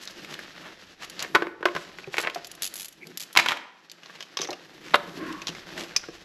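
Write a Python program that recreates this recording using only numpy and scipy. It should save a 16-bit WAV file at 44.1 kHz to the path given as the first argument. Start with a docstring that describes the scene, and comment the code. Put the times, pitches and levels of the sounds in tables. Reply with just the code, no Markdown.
"""Beads in a cloth pouch knock on a wooden floor as gloved hands sort jewellery in a bare room.
The string of beads is drawn out, clicking, and dropped into a box; small plastic things are tossed after it.
Impacts are modal: a noise crack excites decaying modes. Cloth, gloves and a sliding shoe are
stick-slip friction, filtered by colour or resonance. A diffuse tail and a low rumble give the room."""
import sys
import numpy as np
from scipy import signal
from scipy.fft import rfft, irfft, next_fast_len
from scipy.io import wavfile
from scipy.ndimage import uniform_filter1d

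SR = 44100
rng = np.random.default_rng(int(sys.argv[2]) if len(sys.argv) > 2 else 0)


def dump(signal):
    """Clip the signal to [-1, 1] and save it as 16-bit WAV at the path in sys.argv[1]."""
    limited = np.clip(np.atleast_2d(signal).T, -1, 1)
    pcm = np.round(limited * 32767).astype(np.int16)
    wavfile.write(sys.argv[1], SR, pcm)


N = 275184
TIME = np.arange(N) / SR
HIT_SIZE = 8192  # samples given to one impact or tick
SPOT_DB, SPOT_Q = 2, 4.2  # usual strength and sharpness of the pitch favoured by the spot struck
GAP_SPREAD = 0.06  # unevenness of the gaps in a run, as a share of the gap
BOX_GAP_S, BOX_LOSS_DB = 0.003, 5.5  # from one contact at the box to the next

# Table levels are relative within their layer; layer gains may follow.
# Ringing modes of the floorboards: pitch_hz, level_db, t60_s
FLOOR_MODES = [(340, -12.5, 0.11), (385, -17.5, 0.07), (555, -11.5, .05), (1030, -6.5, .055),
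               (1075, -19, 0.18), (1155, -8, 0.035), (1495, -5, 0.055), (1660, -7, 0.025),
               (2250, -13, .025)]


def from_db(db):
    """Decibels as an amplitude ratio."""
    return 10 ** (np.asarray(db) / 20)


def rms_one(x):
    """Normalisation to unit root-mean-square amplitude."""
    return x / np.sqrt(np.mean(x ** 2) + 1e-20)


def in_time(rows):
    """Linear interpolation of a time curve at every sample."""
    times, values = np.transpose(rows)
    return np.interp(TIME, times, values)


def swell(middle_s, length_s):
    """Gaussian envelope, down to exp(-2) one length either side of its middle."""
    return np.exp(-2 * np.minimum(((TIME - middle_s) / length_s) ** 2, 20))


def at_hz(points, hz):
    """Interpolation of a spectrum on a logarithmic frequency axis."""
    f, value = np.transpose(points)
    return np.interp(np.log(np.maximum(hz, 1)), np.log(f), value)


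def colour(x, spectrum):
    """Causal minimum-phase filter: folding the cepstrum forward turns a magnitude into a response."""
    half = next_fast_len(x.shape[-1] // 2 + 1024)
    magnitude = from_db(at_hz(spectrum, np.linspace(0, SR / 2, half + 1)))
    cepstrum = irfft(np.log(magnitude))
    cepstrum[1:half] *= 2
    cepstrum[half + 1:] = 0
    response = np.exp(rfft(cepstrum))
    return irfft(rfft(x, 2 * half) * response)[..., :x.shape[-1]]


def resonance(x, hz, q):
    """Second-order resonance around one pitch, with unit gain at its peak."""
    return signal.lfilter(*signal.iirpeak(hz, max(q, 1), fs=SR), x)


def drift(rate):
    """Band-limited chance: normal random values, rate per second, joined by straight lines."""
    knots = rng.standard_normal(4096)
    return np.interp(TIME * rate, np.arange(len(knots)), knots)


def friction(per_s, spread_db, grain_share):
    """Stick-slip friction: fibres catch and slip as clicks of uneven size within a smooth hiss."""
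    sizes = from_db(spread_db * np.minimum(rng.exponential(1, N), 4)) * rng.choice([-1, 1], N)
    chance = per_s * from_db(4 * drift(35)) / SR
    grains = sizes * (rng.random(N) < chance)
    smooth = rng.standard_normal(N)
    share = np.clip(grain_share, 0, 1)  # share of the power
    return np.sqrt(share) * rms_one(grains) + np.sqrt(1 - share) * rms_one(smooth)


def evened(burst):
    """Spectral whitening: broad humps of a noise burst are levelled and only fine detail stays random."""
    power = uniform_filter1d(np.abs(rfft(burst)) ** 2, size=110)
    inverse_db = -10 * np.log10(power)
    return colour(burst, np.column_stack([np.linspace(1, SR / 2, len(power)), inverse_db]))


def runs(rows, gap_s, loss_db):
    """Repeated impact: a loose piece strikes at near-even gaps, losing level at each contact."""
    hits = []
    for s, contacts, level_db, *tone in rows:
        for k in range(round(contacts)):
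            unevenness = min(k, 1) * GAP_SPREAD * rng.standard_normal()  # the first contact is on time
            hits.append((s + gap_s * (k + unevenness), level_db - loss_db * k, *tone))
    return hits


def strikes(hits, modes, crack, split_hz, crack_t60, ring_db, rattle_db, rattle_t60,
            size_spread=0, spot_db=SPOT_DB, spot_q=SPOT_Q):
    """Modal impact: a short contact crack and the body's decaying modes, then a rattle of tiny rebounds."""
    t, out = np.arange(HIT_SIZE) / SR, np.zeros(N + HIT_SIZE)
    attack = slice(0, 176)  # the first 4 ms, where levels are matched
    hz, mode_db, t60 = np.transpose(modes)[:, :, None]
    for s, level_db, bright_db, *spot in hits:
        noise, chatter = rng.standard_normal((2, HIT_SIZE))
        pressing = np.minimum(t / 0.00032, 1)  # the contact builds up over a moment
        contact = colour(evened(noise * pressing * from_db(-60 * t / crack_t60)), crack)

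        strength = from_db(mode_db + rng.normal(0, 0.64, hz.shape)) * rng.choice([-1, 1], hz.shape)
        pitch = 1 + size_spread * rng.standard_normal()  # loose pieces differ in size
        partials = strength * np.sin(2 * np.pi * hz * pitch * t) * from_db(-60 * t / t60)
        ring = np.sum(partials, axis=0)
        hit = contact / np.std(contact[attack]) + from_db(ring_db) * ring / np.std(ring[attack])

        # tiny rebounds repeat the same sound, dying away
        rebounds = chatter ** 5 * from_db(-60 * t / rattle_t60) * np.minimum(t / 0.004, 1)
        rebounds = rebounds / np.linalg.norm(rebounds)
        hit = hit + from_db(rattle_db) * signal.fftconvolve(hit, rebounds)[:HIT_SIZE]

        # brightness tilts the treble about split_hz
        hit = colour(hit, [(split_hz / 2, 0), (split_hz * 2, bright_db)])
        for spot_hz in spot:
            hit = hit + from_db(spot_db) * resonance(hit, spot_hz, spot_q)
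        start = int(s * SR)
        out[start:start + HIT_SIZE] += from_db(level_db) * hit / np.std(hit[attack])
    return out[:N]


def rumble():
    """Low-passed random pressure: the quiet background of the room."""
    # Level of the rumble: time_s, level_db
    rumble_level = [(0, -69.5), (2.5, -69.5), (3.3, -86), (4.2, -92), (5.1, -64.5), (6.24, -63)]
    # Its noise colour: frequency_hz, density_db
    rumble_spectrum = [(20, 15.5), (100, 19), (200, 3.5), (800, -48)]
    return from_db(in_time(rumble_level)) * rms_one(colour(rng.standard_normal(N), rumble_spectrum))


def room(x):
    """Diffuse reverberation: exponentially decaying noise, with its own decay time in each band."""
    # Reverberation time: frequency_hz, t60_s
    decay_times = [(100, 0.25), (170, 0.55), (400, 0.49), (1200, 0.77), (3000, 0.52), (6000, 0.48),
                   (12000, 0.29)]
    # Colour of the reverberation: frequency_hz, level_db
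    tail_spectrum = [(60, -13.5), (170, 2), (350, 3.5), (700, -2.5), (1100, -9), (12000, -5)]
    t = np.arange(SR) / SR
    white, tail = rng.standard_normal((2, SR)), 0
    edges = np.geomspace(60, 16000, num=12)
    for k, (low, high) in enumerate(zip(edges, edges[1:])):
        band_filter = signal.butter(2, (low, high), "band", fs=SR, output="sos")
        noise = signal.sosfilt(band_filter, white[k % 2])
        tail = tail + noise * from_db(-60 * t / at_hz(decay_times, np.sqrt(low * high)))
    tail *= np.clip(t / 0.011, 0, 1)  # reflections build up over 11 ms
    return signal.fftconvolve(x, colour(tail / np.linalg.norm(tail), tail_spectrum))[:N]


def shoe():
    """Friction-driven resonance: the sole judders over the boards and wavering resonances swell."""
    # Resonances woken by the sliding sole: middle_s, length_s, pitch_hz, width_hz, level_db
    resonances = [(5.8, 0.07, 343, 48, -43), (5.22, 0.068, 345, 55, -35.5), (5.29, 0.12, 314, 39, -39),
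                  (4.52, 0.038, 590, 110, -40), (5.32, 0.18, 1064, 47, -40.5), (5.8, 0.093, 580, 240, -45),
                  (5.28, 0.12, 1490, 290, -43.5)]
    # The soft sole makes little treble: frequency_hz, level_db
    sole_spectrum = [(2300, 0), (10000, -16)]
    slide_waver = 0.0099  # share by which the sole's pressure bends the pitch
    slips = colour(friction(per_s=540, spread_db=2.5, grain_share=0.32), sole_spectrum)
    bent_time = TIME + np.cumsum(slide_waver * drift(30)) / SR
    out = np.zeros(N)
    for s, length, hz, width_hz, level_db in resonances:
        ring = rms_one(resonance(slips, hz, hz / width_hz))
        out += from_db(level_db) * np.interp(bent_time, TIME, ring) * swell(s, length)
    return out


def cloth():
    """Friction in three bands: sleeves swish low, pouches rub mid, glove fibres crackle on top."""
    # How briskly the hands work the cloth: time_s, level_db
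    handling_level = [(0.0, -56), (0.3, -51.5), (0.97, -59.5), (1.25, -48.5), (1.46, -81), (1.7, -55.5),
                      (2.75, -57.5), (2.94, -65), (3.14, -59.5), (3.42, -59.5), (3.7, -70), (3.94, -64.5),
                      (4.07, -58.5), (4.74, -59), (4.9, -57.5), (5.32, -52.5), (5.87, -53), (6.24, -58.5)]
    # A sleeve swishes as an arm reaches across: middle_s, length_s, level_db
    reaches = [(0.284, 0.17, -49), (0.675, 0.086, -51), (1.347, 0.2, -47), (3.068, 0.12, -48.5),
               (5.15, 0.58, -46.5), (5.82, 0.082, -44)]
    # Noise colours of the three bands: frequency_hz, density_db
    swish_spectrum = [(60, -42), (120, -10), (170, 5.5), (240, -2.5), (340, 4.5), (480, -7), (1500, -29)]
    rub_spectrum = [(200, -38), (500, 3), (950, -1.5), (1800, 4.5), (2800, -5.5), (4500, -9), (9000, -46.5)]
    hiss_spectrum = [(1200, -41), (2600, 6), (3800, 4), (5500, 1), (8000, -10), (12000, -17.5),
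                     (16000, -20)]
    swish_db, rub_db, hiss_db = -0.5, 4, 2  # each band against its handling level
    rub_follows, usual_db = 0.96, -57.5  # rubbing takes this share of the swing about the usual level
    grip_db = 2.2

    handling_db = in_time(handling_level)
    rubbing_db = usual_db + rub_follows * (handling_db - usual_db)
    reaching = sum(from_db(db) * swell(s, length) for s, length, db in reaches)
    grip = from_db(grip_db * drift(55))  # the hold tightens and slips
    swish = rms_one(colour(rng.standard_normal(N), swish_spectrum))
    rub = rms_one(colour(friction(per_s=480, spread_db=3.5, grain_share=0.62), rub_spectrum))
    hiss = rms_one(colour(friction(per_s=1500, spread_db=4.5, grain_share=0.35), hiss_spectrum))
    swish = np.hypot(from_db(handling_db + swish_db), reaching) * swish
    rub = from_db(rubbing_db + rub_db) * rub
    hiss = from_db(handling_db + hiss_db) * hiss
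    return grip * (swish + rub + hiss)


def gloves():
    """Granular friction: a finger or a run of beads drags over cloth in a swell with its own centre pitch."""
    # Short rubs of gloves and beads on cloth: middle_s, length_s, level_db, centre_hz
    strokes = [(0.033, 0.025, -41, 3860), (0.11, 0.025, -50, 4300), (0.32, 0.038, -46, 3500),
               (0.669, 0.077, -44.5, 1570), (1.031, 0.031, -38, 2500), (1.226, 0.051, -39, 1870),
               (1.804, 0.079, -47.5, 3120), (2.141, 0.03, -42, 3370), (2.244, 0.025, -35.5, 1580),
               (4.154, 0.031, -47.5, 2200), (4.892, 0.088, -44, 2370), (5.806, 0.055, -37.5, 3200),
               (6.152, 0.026, -47.5, 2780)]
    out, grains = np.zeros(N), friction(per_s=1300, spread_db=2.5, grain_share=0.94)
    for s, length, level_db, hz in strokes:
        near = np.abs(TIME - s) < 2 * length
        spectrum = [(hz / 12, -14), (hz / 7.6, -8), (hz, 0), (hz * 2.3, -9), (hz * 7, -33)]
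        rub = rms_one(colour(grains[near], spectrum))
        out[near] += from_db(level_db) * rub * swell(s, length)[near]
    return out


def snags():
    """Sudden release of tension: a pouch fibre catches and lets go with a tiny, dry, pitched tick."""
    # Fibres snagging and letting go: start_s, peak_db, pitch_hz
    releases = [(0.0535, -30.5, 5300), (0.2468, -29.5, 2170), (0.3402, -25.5, 3000), (0.391, -26, 1690),
                (5.326, -29.5, 3400), (5.777, -24, 1700), (5.808, -27, 3200), (5.836, -29, 3600)]
    snag_t60_s, snag_q = 0.022, 2.4  # decay of the burst and clearness of its pitch
    t, out = np.arange(HIT_SIZE) / SR, np.zeros(N)
    for s, peak_db, hz in releases:
        burst = rng.standard_normal(HIT_SIZE) * from_db(-60 * t / snag_t60_s)
        snap = resonance(burst, hz, snag_q)
        start = int(s * SR)
        out[start:start + HIT_SIZE] += from_db(peak_db) * snap / np.abs(snap).max()
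    return out


def squeaks():
    """Stick-slip oscillation: a glove on a smooth bead gives a brief, rough, falling note."""
    # Gloves squeaking on beads: middle_s, length_s, level_db, from_hz, to_hz
    notes = [(2.044, 0.0026, -34, 2610, 2200), (3.03, 0.02, -42.5, 2450, 2350)]
    out, wobble, slip = np.zeros(N), 1 + 0.07 * drift(700), drift(400)
    for s, length, level_db, from_hz, to_hz in notes:
        hz = np.interp(TIME, [s - length, s + length], [from_hz, to_hz]) * wobble
        tone = np.sqrt(2) * np.sin(2 * np.pi * np.cumsum(hz) / SR)
        out += from_db(level_db) * swell(s, length) * slip * tone
    return out


def bumps():
    """Soft impact: a long, yielding contact mainly excites the low modes of the boards."""
    # Dull bumps that reach the floor: start_s, level_db, brightness_db, favoured_pitch_hz
    contacts = [(1.6075, -35, 1, 368), (1.7515, -31, -10, 149), (2.074, -33, -16.5, 414),
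                (2.3585, -26.5, 15, 680), (4.396, -31, -9, 282), (4.429, -37, 6, 450),
                (4.449, -35.5, 5, 350), (4.4875, -30.5, 8, 885), (4.494, -33, 0, 356),
                (4.513, -33.5, 3, 600), (5.492, -31.5, -16, 179.7), (6.085, -31, -5, 197)]
    # Low ringing modes: pitch_hz, level_db, t60_s
    low_modes = [(163, -10, 0.09), (345, 0, 0.055), (550, 3, 0.045), (860, -6, 0.02)]
    # Colour of the contact: frequency_hz, level_db
    crack = [(30, -14), (150, -7.5), (400, 5), (900, -5), (2000, -10), (8000, -35)]
    return from_db(-2.5) * strikes(
        contacts, low_modes, crack, split_hz=290, crack_t60=0.03,
        ring_db=-4.5, rattle_db=-5.5, rattle_t60=0.07)


def plastic():
    """Modal ringing of light, hollow bodies: each clink favours a clear pitch of its own."""
    # Small plastic things handled: start_s, level_db, brightness_db, favoured_pitch_hz
    clicks = [(0.0751, -32.5, -4, 3870), (4.033, -44, -12, 2850), (4.0595, -42, -12, 3980),
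              (4.0965, -41.5, -34, 1770), (4.2059, -33.5, -11, 3070), (4.2255, -35, -6, 3100),
              (4.3705, -28, -10, 3230), (4.3714, -24.5, -6, 5440), (4.3893, -29, -12, 3720),
              (4.4075, -33, -4, 3230), (4.4163, -24, -3, 5960), (4.4285, -34.5, -11, 3100),
              (4.4328, -33, 6, 5500), (4.4384, -35, -8, 5910), (4.4462, -34, -9, 3800),
              (4.4525, -36, -13, 2100), (4.4731, -36, -10, 5840), (4.506, -32.5, 6, 4080),
              (4.5295, -33.5, -11, 2820), (5.418, -35, -6, 2580), (5.4702, -26, -1, 3700),
              (5.4816, -27.5, -4, 3250), (5.489, -30.5, -6, 2960), (5.5495, -37, -13, 2110),
              (5.9627, -23, -1.5, 2530), (5.9635, -15, 10, 5400), (6.0371, -40, -28, 1490)]
    # Ringing modes: pitch_hz, level_db, t60_s
    modes = [(1130, -8, 0.05), (2520, -2, 0.025), (5030, 3, 0.018), (5650, 1, 0.017), (6210, 2, 0.015),
             (11340, -17, 0.03)]
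    # Colour of the contact: frequency_hz, level_db
    crack = [(100, -36), (400, -0.5), (1200, -1), (3000, 3), (6000, 7), (8000, -6), (12000, -13)]
    return strikes(
        clicks, modes, crack, split_hz=3100, crack_t60=0.018, ring_db=-4.5, rattle_db=-7,
        rattle_t60=0.046, size_spread=0.016, spot_db=9.5, spot_q=9.5)


def toss():
    """Hard impact with rebound: a small tossed piece lands against the box with a dry, solid knock."""
    # The piece touches, hits and rebounds: start_s, contacts, level_db, brightness_db
    landings = [(4.9371, 1, -21, -9), (4.9422, 2, -7, -0.5), (4.9552, 1, -16, 15.5)]
    # Ringing modes of the piece: pitch_hz, level_db, t60_s
    modes = [(586, -9, 0.065), (1655, -14, 0.054), (2090, -11, 0.06), (2800, -15, 0.06), (3750, -13, 0.036)]
    # Colour of its contact: frequency_hz, level_db
    crack = [(80, -25), (502, -4.5), (1270, 3.5), (2400, -9.5), (3830, -8.5), (6160, -29.5), (11500, -38),
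             (14000, -54)]
    return from_db(-2.0) * strikes(
        runs(landings, BOX_GAP_S, BOX_LOSS_DB), modes, crack, split_hz=6400, crack_t60=0.02,
        ring_db=-8.5, rattle_db=-17, rattle_t60=0.046)


def box():
    """Forced panel modes: the box's floor and walls ring under whatever lands in it."""
    # Things landing and rebounding: start_s, contacts, level_db, brightness_db, favoured_pitch_hz
    landings = [(3.352, 1, -26, 4, 1000), (3.3626, 1, -16.5, 2, 1050), (3.3672, 1, -18, -9.5, 900),
                (3.3726, 1, -4.5, 11, 2110), (3.3881, 2, -13, 0, 2370), (3.3964, 3, -14, 6.5, 1700),
                (3.4605, 2, -18.5, 1, 1500), (3.4795, 1, -30, 2, 2000), (3.4858, 1, -15.5, 9, 3220),
                (3.4932, 3, -21, 5, 1870), (3.5075, 1, -22.5, 4, 1140), (3.512, 1, -28, 7, 3200),
                (3.5192, 1, -18, 1, 1490), (3.526, 3, -26, 0, 2100), (3.571, 1, -31, 5, 1990)]
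    # Ringing modes of the box: pitch_hz, level_db, t60_s
    modes = [(337, -6, 0.03), (585, -11.5, 0.095), (875, 1, 0.024), (1000, 8.5, 0.015), (1370, -11, 0.045),
             (1530, -4.5, 0.024), (2290, -3, 0.019), (2730, -10.5, 0.045), (3160, -2.5, .024),
             (3860, -1.5, 0.02)]
    # Colour of the contact: frequency_hz, level_db
    crack = [(70, -24), (200, -22.5), (450, -9), (1000, 2.5), (2400, 2.5), (7000, -16.5), (12000, -24.5)]
    return from_db(-1.57) * strikes(
        runs(landings, BOX_GAP_S, BOX_LOSS_DB), modes, crack, split_hz=2800, crack_t60=0.018,
        ring_db=-5.0, rattle_db=-17.0, rattle_t60=0.05, size_spread=0.017, spot_db=2, spot_q=5.5)


def beads():
    """Chain of impacts: hard little beads snap together and jostle their neighbours along the string."""
    # Runs of bead against bead: start_s, contacts, level_db, brightness_db
    bead_runs = [(1.0459, 1, -39.5, -7), (1.0983, 1, -37, 2), (1.1931, 2, -29.5, -22),
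                 (1.2249, 1, -25.5, -1), (2.2039, 3, -31, 5), (2.3463, 1, -33.5, -13),
                 (2.4458, 1, -35.5, -18), (2.4696, 1, -33.5, 19.5), (2.5148, 1, -35, 10),
                 (2.551, 1, -42, 10), (2.6217, 6, -22.5, 9), (2.7397, 1, -27.5, 22), (2.7564, 4, -30, 16.5),
                 (2.7974, 4, -29.5, 12), (2.846, 2, -32, 12.5), (2.883, 1, -34, 17), (2.926, 1, -45, 11),
                 (3.07, 1, -41.5, 2), (3.1738, 1, -27.5, 6), (3.198, 1, -34, 7), (3.2039, 4, -31.5, 6),
                 (3.3285, 1, -36, 15), (3.8977, 1, -41.5, -35), (3.9155, 1, -38.5, -10)]
    # Ringing modes of a bead: pitch_hz, level_db, t60_s
    modes = [(2980, -10.5, 0.017), (4540, 5, 0.0043), (7080, -8.5, 0.029), (11200, -8.5, 0.027)]
    # Colour of the contact: frequency_hz, level_db
    crack = [(100, -16), (900, -8), (1800, -1.5), (3200, 8), (6500, 5.5), (12000, -2.5)]
    hits = runs(bead_runs, gap_s=0.0105, loss_db=1.5)
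    return strikes(
        hits, modes, crack, split_hz=10500, crack_t60=0.017, ring_db=-6.5, rattle_db=-7.5,
        rattle_t60=0.025, size_spread=0.035)


def clacks():
    """Contact hardness: bare beads excite the same boards as the pouch, with a harder crack."""
    # Bare beads clacking on the boards: start_s, level_db, brightness_db, favoured_pitch_hz
    contacts = [(1.2465, -30, -2, 1810), (1.9855, -33.5, 4, 2120), (2.1415, -23.5, -12, 2340),
                (2.1687, -26, 11, 2190), (2.1818, -15.5, 7, 2280), (2.189, -28, 18, 940),
                (2.1993, -25.5, 6, 1400), (2.2376, -29, 2, 1900), (2.2485, -26.5, -12, 2800),
                (2.2625, -29.5, -11, 520), (2.2717, -18, -9, 2210), (2.282, -33, -16, 950),
                (2.2985, -30, 4, 3000)]
    # Colour of the contact: frequency_hz, level_db
    crack = [(100, -28.5), (220, -20), (380, 6), (800, 0), (2200, 3), (4000, -6), (7000, -19),
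             (12000, -26.5)]
    return from_db(-1.46) * strikes(
        contacts, FLOOR_MODES, crack, split_hz=4500, crack_t60=0.016,
        ring_db=-8.5, rattle_db=-8.5, rattle_t60=0.059)


def pouch():
    """Cushioned impact: heavy beads thud on the boards through cloth that muffles the contact."""
    # Knocks through the pouch: start_s, contacts, level_db, brightness_db, favoured_pitch_hz
    knocks = [(1.3455, 1, -29.5, -10, 422), (1.3491, 1, -12, 11.5, 1420), (1.3541, 1, -13.5, 12, 1030),
              (1.3587, 2, -16, -5, 1450), (1.4215, 2, -19.5, 0.5, 356), (1.4688, 1, -29, 1.5, 2070),
              (1.6278, 1, -27, -2, 1800), (1.6548, 2, -13.5, 7, 1150), (1.6853, 1, -29, 2, 2300),
              (1.7506, 1, -29, 15, 1620), (1.7636, 2, -23.5, 9, 1730)]
    # Colour of the contact: frequency_hz, level_db
    crack = [(200, -26.5), (360, 7.5), (800, -2.5), (1500, 1), (2100, -4.5), (3500, -13.5), (7000, -33),
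             (12000, -39.5)]
    hits = runs(knocks, gap_s=0.0047, loss_db=11)
    return strikes(
        hits, FLOOR_MODES, crack, split_hz=2600, crack_t60=0.018, ring_db=-3.0, rattle_db=-10.0,
        rattle_t60=0.077, size_spread=0.014)


def scene():
    """Superposition of near sources and their reverberation; the ears differ mostly in the top octave."""
    # Stereo width: frequency_hz, side_gain_db
    side_spectrum = [(100, -32), (1500, -46), (5000, -26), (8000, -22), (10800, -13), (11900, 0)]
    knocks = pouch() + clacks() + bumps()
    drops = box()
    small = plastic() + toss()
    clicks = beads() + gloves() + squeaks() + snags()
    room_send = (from_db(-12.5) * knocks + from_db(-7.5) * drops
                 + from_db(-12.0) * clicks + from_db(-14) * small)
    handling = knocks + drops + small + clicks + room(room_send)
    # a low cut at 87 Hz thins the bass of all impacts, rubs and their reverberation
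    low_cut = signal.butter(2, 87, "high", fs=SR, output="sos")
    handling = signal.sosfilt(low_cut, handling)
    mid = from_db(0.05) * handling + cloth() + shoe() + rumble()
    side = colour(mid * drift(400), side_spectrum)
    return np.array([mid + side, mid - side])


def record(dry):
    """Linear filtering and saturation: microphone ports notch the treble, full scale clips, the top is cut."""
    # Response of the microphone ports: frequency_hz, level_db
    port_response = [(6500, 0), (8200, -2), (9050, -14), (9900, -4), (11600, 3), (12800, -3), (14000, -26),
                     (16000, -38)]
    heard = np.clip(colour(dry, port_response), -1, 1)
    top_cut = signal.cheby2(14, 70, 16200 * 1.04, fs=SR, output="sos")  # 70 dB down from this frequency up
    return signal.sosfilt(top_cut, heard)


dry = scene()
out = record(dry)
dump(out)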